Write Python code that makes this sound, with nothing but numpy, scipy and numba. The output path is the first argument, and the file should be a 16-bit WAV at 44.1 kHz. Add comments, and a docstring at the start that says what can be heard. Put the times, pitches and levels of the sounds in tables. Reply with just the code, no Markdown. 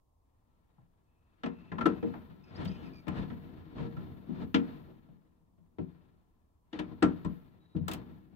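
"""A garage, a handheld phone close to a moulded plastic tool case full of steel sockets.
The case is tipped, dragged and dropped: blows and stick-slip on the floor ring its hollow shell,
the loose sockets chatter and clink, and plastic squeaks on plastic. Behind it are a low distant rumble
and a short tail off the walls. The phone's noise gate lets its hiss through only after loud sound."""
import sys
import numpy as np
from scipy import signal
from scipy.fft import rfft, irfft
from scipy.io import wavfile
from scipy.ndimage import uniform_filter1d
from numba import njit

SR = 44100
rng = np.random.default_rng(int(sys.argv[2]) if len(sys.argv) > 2 else 0)


def generate_wav(signal):
    """Clip the signal to [-1, 1] and save it as 16-bit WAV at the path in sys.argv[1]."""
    frames = np.transpose(np.atleast_2d(signal))
    scaled = np.clip(frames, -1, 1) * 32767
    pcm = np.round(scaled).astype(np.int16)
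    wavfile.write(sys.argv[1], SR, pcm)


N = 368235
T = np.arange(N) / SR

# Distant rumble and air: (frequency [Hz], relative density [dB])
AMBIENCE_SPECTRUM = [(12, -29.5), (20, 2), (27, -7.5), (95, -3.5), (148, -19.5), (306, -21), (534, -25),
                     (1070, -23.5), (1540, -47.5), (5690, -46), (15500, -46.5)]
# Decay off the walls: (frequency [Hz], t60 [s])
WALL_DECAY = [(150, 0.51), (600, 0.16), (2000, 0.093), (6000, 0.12)]
# Microphone hiss: (frequency [Hz], relative density [dB])
HISS_SPECTRUM = [(800, -27), (3000, -9.5), (5000, -15), (9000, -17), (12000, -5.5), (14500, 0.5),
                 (16000, -7)]
# Plastic rubbing plastic: (start [s], length [s], first pitch [Hz], last pitch [Hz], blur [Hz],
# level [dB], octave above it, relative level [dB])
SQUEAK_GLIDES = [(1.045, 0.41, 2592, 2540, 250, -86.5, -34), (1.444, .8, 2630, 2556, 250, -68.5, -28),
                 (2.426, 0.095, 2550, 2470, 156, -67, -4), (2.549, 0.026, 2110, 2710, 38.6, -64, 13.5),
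                 (2.676, 0.022, 2280, 2580, 40.6, -64, 16), (2.69, .09, 2560, 2450, 220, -58.5, -7),
                 (2.829, 0.071, 2500, 2450, 217, -59, -9), (2.921, 0.12, 2460, 2290, 200, -63, -4),
                 (2.581, .3, 3480, 2745, 906, -62.5, -29), (7.592, 0.29, 3890, 3850, 160, -75.5, -38)]
# The case shifting in the hands throughout: (time [s], rumble [dB], brightness [dB])
HAND_SHIFTS = [(0.0, -95.5, 0), (0.3, -82, 8), (0.68, -76.5, 8), (1.09, -79, 7.5), (1.38, -80.5, 16),
               (1.6, -59, 5.5), (2.42, -70.5, 10), (3.4, -56, 5), (4.5, -54, -3), (4.9, -68.5, 5.5),
               (5.25, -72.5, 0), (5.7, -72.5, -3.5), (6.22, -78, 6), (6.6, -82, 4.5), (7.0, -59, 5),
               (7.6, -72.5, 7.5), (8.18, -62, 2.5), (8.35, -58.5, -5.5)]
# Shoves along the floor: (peak time [s], rumble [dB], 20 dB rise [s], 20 dB fall [s], brightness [dB])
FLOOR_SHOVES = [(1.62, -61.5, 0.33, 0.19, 5.5), (2.1, -55, 0.06, 0.094, -4),
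                (2.3, -51.5, 0.05, 0.092, -1.5), (2.618, -36, 0.13, 0.13, 3.5), (2.83, -45, 0.42, .28, 2),
                (3.18, -33.5, 0.078, 0.14, 3), (3.31, -43.5, 0.058, 0.27, -5),
                (3.57, -48, 0.6, 0.071, -1.5), (3.81, -34.5, 0.11, 0.16, -2),
                (4.0, -45.5, 0.067, 0.42, -1.5), (4.428, -36, 0.17, 0.074, -2),
                (4.721, -52, 0.3, 0.24, 6.5), (5.95, -67.5, 0.19, 0.32, 7.5), (6.76, -51.5, 0.03, .1, 14.5),
                (6.902, -46, 0.13, .12, -1.5), (7.94, -41.5, 0.092, .3, -1.5)]
# Rasp of dragging: (frequency [Hz], gain [dB])
RASP_SPECTRUM = [(700, -10), (1300, -5), (2200, -4.5), (3400, -4.5), (4300, 0.9), (5500, -19),
                 (8000, -10.5), (15000, 0)]
# Steel striking steel: (time [s], level [dB], extra gain from 10 kHz up [dB], left minus right [dB])
STEEL_CLINKS = [(1.461, -65, -15, 3.5), (1.787, -72, -8, 1.5), (1.811, -66, -9, 5.5), (1.862, -52, -5, 5.5),
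                (2.649, -60, -3, 4), (3.081, -54.5, -6.5, 8.5), (6.792, -57, -12.5, 4.5),
                (7.026, -37.5, -25, 0.5), (7.248, -57, -22, 6), (7.881, -39, -4, 2), (7.914, -43, -7, 3),
                (7.934, -45, 1, -1)]
# Colour of a clink: (frequency [Hz], gain [dB])
CLINK_SPECTRUM = [(2000, -20.5), (3100, -3), (4500, -6.5), (6200, -10), (7800, 3.75)]
# Sockets chattering in their seats: (frequency [Hz], gain [dB], t60 [s])
SOCKET_BANDS = [(705, -5, 0.16), (1200, -11.5, 0.24), (2460, -5, 0.12), (3550, -2, 0.075), (5830, -6, 0.09),
                (7700, -8, 0.068), (10860, -13.5, 0.037), (14900, -1, .035)]
# Blows on the case: (time [s], thud [dB], boom [dB], knock [dB], crack [dB], left minus right [dB],
# low favoured pitch [Hz], high favoured pitch [Hz]); boom, knock and crack are relative to the thud
CASE_BLOWS = [(0.781, -65.5, 8.5, -6, -47, 2, 134, 774), (0.807, -78, 18, -9, -30, -6, 128, 690),
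              (1.434, -29.5, -12, -12, -13.5, 3, 244, 1600),
              (1.459, -33.5, -6.5, -12.5, -15.5, 3.5, 246, 1010),
              (1.717, -34, -3.5, -8.5, -21.5, 7, 242, 1740), (1.782, -35, -7, -3, -15.5, 4, 227, 1250),
              (1.809, -32, -2, -2.5, -12.5, 5.5, 242, 1410),
              (1.856, -14.5, -24.5, -16, -22, 5.5, 329, 1370),
              (2.027, -20.5, -18.5, -28, -36.5, 4.5, 240, 480), (2.137, -44, -17, -1.5, -23, 4, 240, 726),
              (2.246, -66, 4, -32, -38, -3, 193, 886), (2.653, -41, 7, -23, -8, -1, 194, 1040),
              (3.068, -35.5, 1, -18, -24.5, 13, 295, 750), (3.079, -34, 1.5, -5.5, -15, 2, 304, 2400),
              (3.301, -40, 4, -14, -20, -0.5, 247, 1810), (3.781, -43, 5, -9, -14, -2, 176, 1030),
              (3.967, -45, 10, -11, -19, -0.5, 133, 1400), (4.286, -32.5, -10, -52, -53, 11, 231, 550),
              (4.543, -15.5, -17.5, -20.5, -9.5, 5, 261, 1350),
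              (4.883, -50, -14.5, -21, -34, 5.5, 314, 618), (5.085, -55.5, 4, -23, -35, 5.5, 174.5, 643),
              (5.579, -63, 5, -23, -32, 7.5, 163.6, 646), (5.784, -28, -6, -26.5, -34.5, 5.5, 329, 405),
              (6.729, -34, -15, -15, -12, 4, 305.4, 638), (6.789, -30, -9.5, -12, -10, 4.5, 310, 537),
              (6.912, -43, -18, -25, -48, 7, 304, 950), (7.023, -15, -12, -13, -22.5, 4.5, 306, 1360),
              (7.247, -30, 3, -19.5, -29, 5.5, 292, 1010), (7.749, -30, 3, -29.5, -55, 7, 300, 456),
              (7.763, -45.5, 2, -26, -14, 5, 204, 579), (7.808, -39, 8.5, -39, -54, 3, 179.5, 565),
              (7.88, -34.5, -6, -1.5, -17.5, 3.5, 322, 1180),
              (7.912, -40.5, -10.5, -9, -3.5, 1.5, 270, 662), (7.934, -39, -18, -14.5, -29, 6, 325, 696)]
# Where a blow's boom, thud, slap, knock, crack, tick and top lie: (frequency [Hz])
BLOW_BANDS_HZ = [140, 280, 600, 1300, 3000, 9000, 16000]
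# Modes of the hollow case and, above 2 kHz, the steel in it: (frequency [Hz], gain [dB], t60 [s])
CASE_MODES = [(56.07, -2, 0.15), (91.3, 3.5, 0.13), (132.4, 4, 0.091), (156.1, 3.5, 0.2), (173.1, 2, 0.39),
              (194, 0.5, 0.24), (228.8, 0, 0.31), (243.5, 3, 0.12), (266, 1.5, 0.15), (306.2, 2.5, 0.14),
              (324.4, -0.5, 0.076), (373.7, -1, .16), (426, -2.5, 0.16), (467, 0, 0.25), (502, -5.5, 0.13),
              (600.3, -6, 0.22), (697, -1, 0.024), (752, -6.5, 0.19), (873, 0, 0.063), (964.6, 2, 0.098),
              (1031, 2, 0.13), (1238, 1, 0.019), (1325, 3.5, 0.11), (1355, 1.5, 0.12), (1702, 4, 0.089),
              (1843, -0.5, 0.092), (1915, -11.5, 0.19), (2290, -7, 0.053), (3030, -6.5, 0.044),
              (3605, 3, .05), (5680, -6, 0.06), (7240, -2.5, 0.04), (7900, -0.5, .025)]

DRAG_PAN_DB = np.array([[2.0], [-2.5]])  # left, right
LN_1000 = np.log(1000)  # a 60 dB decay in nepers


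def undb(db):
    return 10 ** (np.asarray(db) / 20)


def level(x, db):
    return x * undb(db) / np.sqrt(np.mean(np.abs(x) ** 2))


def log_interp(hz, points_hz, values):
    return np.interp(np.log(hz), np.log(points_hz), values)


def at(table, hz, column=1):
    """Value of a table on a log-frequency axis."""
    columns = np.transpose(table)
    return log_interp(hz, columns[0], columns[column])


def ring(x, t60, hz=0.):
    """One ringing pole; at 0 Hz a plain decay."""
    return signal.lfilter([1], [1, -np.exp((2j * np.pi * hz - LN_1000 / t60) / SR)], x)


def band(x, hz, width):
    edges = np.clip([hz - width / 2, hz + width / 2], 10, .47 * SR)
    return signal.sosfilt(signal.butter(2, edges, "band", fs=SR, output="sos"), x)


def coloured_noise(spectrum):
    """Two unrelated noises with the given spectrum."""
    hz = np.maximum(np.fft.rfftfreq(N, 1 / SR), 1)
    return irfft(rfft(rng.standard_normal((2, N))) * undb(at(spectrum, hz)), N)


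def mic_pair(a, b, alike=0.32):
    """Two random signals made partly alike for the two microphones."""
    return np.array([a, alike * a + np.sqrt(1 - alike ** 2) * b])


def random_hits(per_second, spread_db):
    """Impulses of uneven strength at random times."""
    hit = rng.random(N) < per_second / SR
    return hit * undb(spread_db * rng.exponential(size=N))


def garage_ambience(level_db=-71):
    """Low rumble and air, far off; the bass is the same at both microphones."""
    noise = coloured_noise(AMBIENCE_SPECTRUM)
    bass = signal.sosfilt(signal.butter(1, 170, fs=SR, output="sos"), noise)
    return level(noise - bass + bass[0], level_db)


def wall_reverb(near, level_db=-14.5, onset_s=0.0053):
    """The walls answer with a short tail that loses its treble first."""
    t, tail = T[:SR], 0
    for hz in 100 * 2 ** np.arange(8):
        decay = undb(-60 * t / at(WALL_DECAY, hz))
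        tail += band(rng.standard_normal((2, SR)), hz, .7 * hz) * decay
    tail *= np.clip(t / onset_s, 0, 1)
    tail *= undb(level_db) / np.sqrt(np.sum(tail ** 2) / 2)
    return signal.fftconvolve(near, tail, axes=1)[:, :N]


def plastic_squeaks(pure_tone=0.37):
    """Plastic rubs on plastic: gliding tones blurred by uneven slipping, some with their octave."""
    out = np.zeros(N)
    for start, length, first_hz, last_hz, blur_hz, db, octave_db in SQUEAK_GLIDES:
        envelope = np.interp(T, start + length * np.array([0, 0.11, 0.73, 1]), [0, 1, 1, 0.00058])
        pitch_hz = np.interp(T, [start, start + length], [first_hz, last_hz])
        phase = 2 * np.pi * np.cumsum(pitch_hz) / SR
        blur = level(uniform_filter1d(rng.standard_normal((2, N)), int(SR / blur_hz)), 0)
        tone = (pure_tone + (blur[0] + 1j * blur[1]) / 2) * np.exp(1j * phase)
        out += undb(db) * envelope * (tone + undb(octave_db) * tone ** 2).imag
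    return out


def stick_slip(smear_s=.02):
    """The ribbed underside catches and slips: a rough strength curve of rms 1."""
    slips = random_hits(per_second=1500, spread_db=2.5)
    return level(uniform_filter1d(slips, int(smear_s * SR)), 0)


def drag_strength(hz, rasp_db=-19, grit_db=-24.5, dust_db=-57.5):
    """Handling, shoves and settling at one frequency; bright movements have more rasp and grit."""
    t = T[::128]
    colour_db = log_interp(hz, [250, 1300, 3200, 16000], [0, rasp_db, grit_db, dust_db])
    bright_share = log_interp(hz, [250, 1300, 3200], [0, 1, 0.99])
    # The case rocks on after each blow, like a faint shove.
    settling = [(time + 0.027, thud_db - 29.5, 0.027, 0.49, 1.75) for time, thud_db, *_ in CASE_BLOWS]
    peak, db, rise, fall, bright_db = np.transpose(FLOOR_SHOVES + settling)[:, :, None]
    below_peak_db = 20 * np.maximum((peak - t) / rise, (t - peak) / fall)
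    moves = undb(db + bright_share * bright_db - below_peak_db)
    times, db, bright_db = np.transpose(HAND_SHIFTS)
    handling = undb(np.interp(t, times, db + bright_share * bright_db))
    power = handling ** 2 + np.sum(moves ** 2, axis=0)
    return np.interp(T, t, np.sqrt(power)) * undb(colour_db)


def impact_strength(hz, favour_db=8, favour_width=.09):
    """Every blow, then every clink, at one frequency, left and right; favoured pitches ring louder."""
    _, thud, boom, knock, crack, blow_pan, *favoured_hz = np.transpose(CASE_BLOWS)
    slap, tick, top = 0.47 * knock - 4.5, crack - 29, crack - 42
    spectra = np.transpose([boom, np.zeros_like(thud), slap, knock, crack, tick, top])
    blow_db = thud + [log_interp(hz, BLOW_BANDS_HZ, spectrum) for spectrum in spectra]
    detuning = np.log(hz / np.array(favoured_hz)) / favour_width
    blow_db += favour_db * np.exp(-detuning ** 2).sum(axis=0)
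    _, clink_db, treble_db, clink_pan = np.transpose(STEEL_CLINKS)
    clink_db = clink_db + at(CLINK_SPECTRUM, hz) + treble_db * np.interp(hz, [8000, 10000], [0, 1])
    db, pan = np.r_[blow_db, clink_db], np.r_[blow_pan, clink_pan]
    return undb(db + np.array([pan, -pan]) / 2)


def socket_rebounds(steady=0.89):
    """Sockets rebound at random: a spiky strength curve of rms 1."""
    spikes = ring(random_hits(per_second=220, spread_db=-0.5), t60=0.075).real
    return level(steady + level(spikes, 0), 0)


def socket_chatter(impact_samples, slips):
    """Sockets knock in their seats: a crack, then rebounds that die faster in the treble; drags rasp."""
    out, rebounds = 0, socket_rebounds()
    for hz in 600 * 2 ** np.linspace(0, 4.65, num=13):
        impacts = np.zeros((2, N))
        impacts[:, impact_samples] = impact_strength(hz)
        t60, rise_s = at(SOCKET_BANDS, hz, column=2), 0.0036 + 24 / hz
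        crack = undb(-2) * ring(impacts, 0.22 * t60).real
        rattle = undb(-5.5) * rebounds * ring(impacts, t60).real
        chatter = ring(crack + rattle, rise_s).real * LN_1000 / (rise_s * SR)  # rounds the attack
        rasp = undb(at(RASP_SPECTRUM, hz) + DRAG_PAN_DB) * slips * drag_strength(hz)
        noise = level(band(mic_pair(*rng.standard_normal((2, N))), hz, 0.28 * hz), 0)
        out += noise * (undb(at(SOCKET_BANDS, hz)) * chatter + rasp)
    return out


def hollow_case(impact_samples, slips, push_cycles=2.2, scatter_db=2):
    """Each mode swells over the push of a blow, then rings out; dragging shakes it at random."""
    out = 0
    for hz, db, t60 in CASE_MODES:
        chance = rng.standard_normal((len(impact_samples), 3)).T
        phase = np.angle(mic_pair(*np.exp(10j * chance[:2])))
        scatter = undb(scatter_db * chance[2])
        impacts = np.zeros((2, N), complex)
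        impacts[:, impact_samples] = impact_strength(hz) * np.exp(1j * phase) * scatter
        push_t60 = min(LN_1000 * push_cycles / hz, .8 * t60)
        push = ring(impacts, push_t60, hz) * LN_1000 / (push_t60 * SR)
        shake = mic_pair(*rng.standard_normal((2, N))) * slips * drag_strength(hz)
        shake *= np.sqrt(2 * LN_1000 / (t60 * SR))  # same power however long the mode rings
        drive = undb(-7.5) * push + undb(-8.5 + DRAG_PAN_DB) * shake
        out += undb(db) * ring(drive, t60, hz).imag
    return out


def scene(right_lag_samples=14):
    """The case close to the phone, with the walls and the distant rumble behind it."""
    impact_samples = np.array([int(time * SR) for time, *_ in CASE_BLOWS + STEEL_CLINKS])
    slips = stick_slip()
    near = hollow_case(impact_samples, slips) + socket_chatter(impact_samples, slips) + plastic_squeaks()
    # A small case radiates no deep bass.
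    near = signal.sosfilt(signal.butter(2, 45, "high", fs=SR, output="sos"), near)
    near[1] = np.roll(near[1], right_lag_samples)  # the right microphone is further from the case
    return near + wall_reverb(near) + garage_ambience()


@njit
def follow(x, rise_s, fall_s):
    """Envelope with separate rise and fall times."""
    out, envelope = np.empty(len(x)), 0.
    for i in range(len(x)):
        envelope += (x[i] - envelope) / (SR * (rise_s if x[i] > envelope else fall_s))
        out[i] = envelope
    return out


def record(dry, threshold_db=-59, span_db=16.5, hiss_db=-75, shut_db=-26, top_hz=15800):
    """The phone's gate opens slowly on loud sound and lets microphone hiss through; the top is cut."""
    loudness_db = 10 * np.log10(uniform_filter1d(np.mean(dry ** 2, axis=0), 1024) + 1e-12)
    gate_target = np.clip((loudness_db - threshold_db) / span_db, 0, 1)
    gate = follow(gate_target, rise_s=0.17, fall_s=0.22)
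    hiss = level(coloured_noise(HISS_SPECTRUM), hiss_db) * undb(shut_db * (1 - gate))
    return signal.sosfilt(signal.ellip(10, .2, 60, top_hz, fs=SR, output="sos"), dry + hiss)


dry = scene()
out = record(dry)
generate_wav(out)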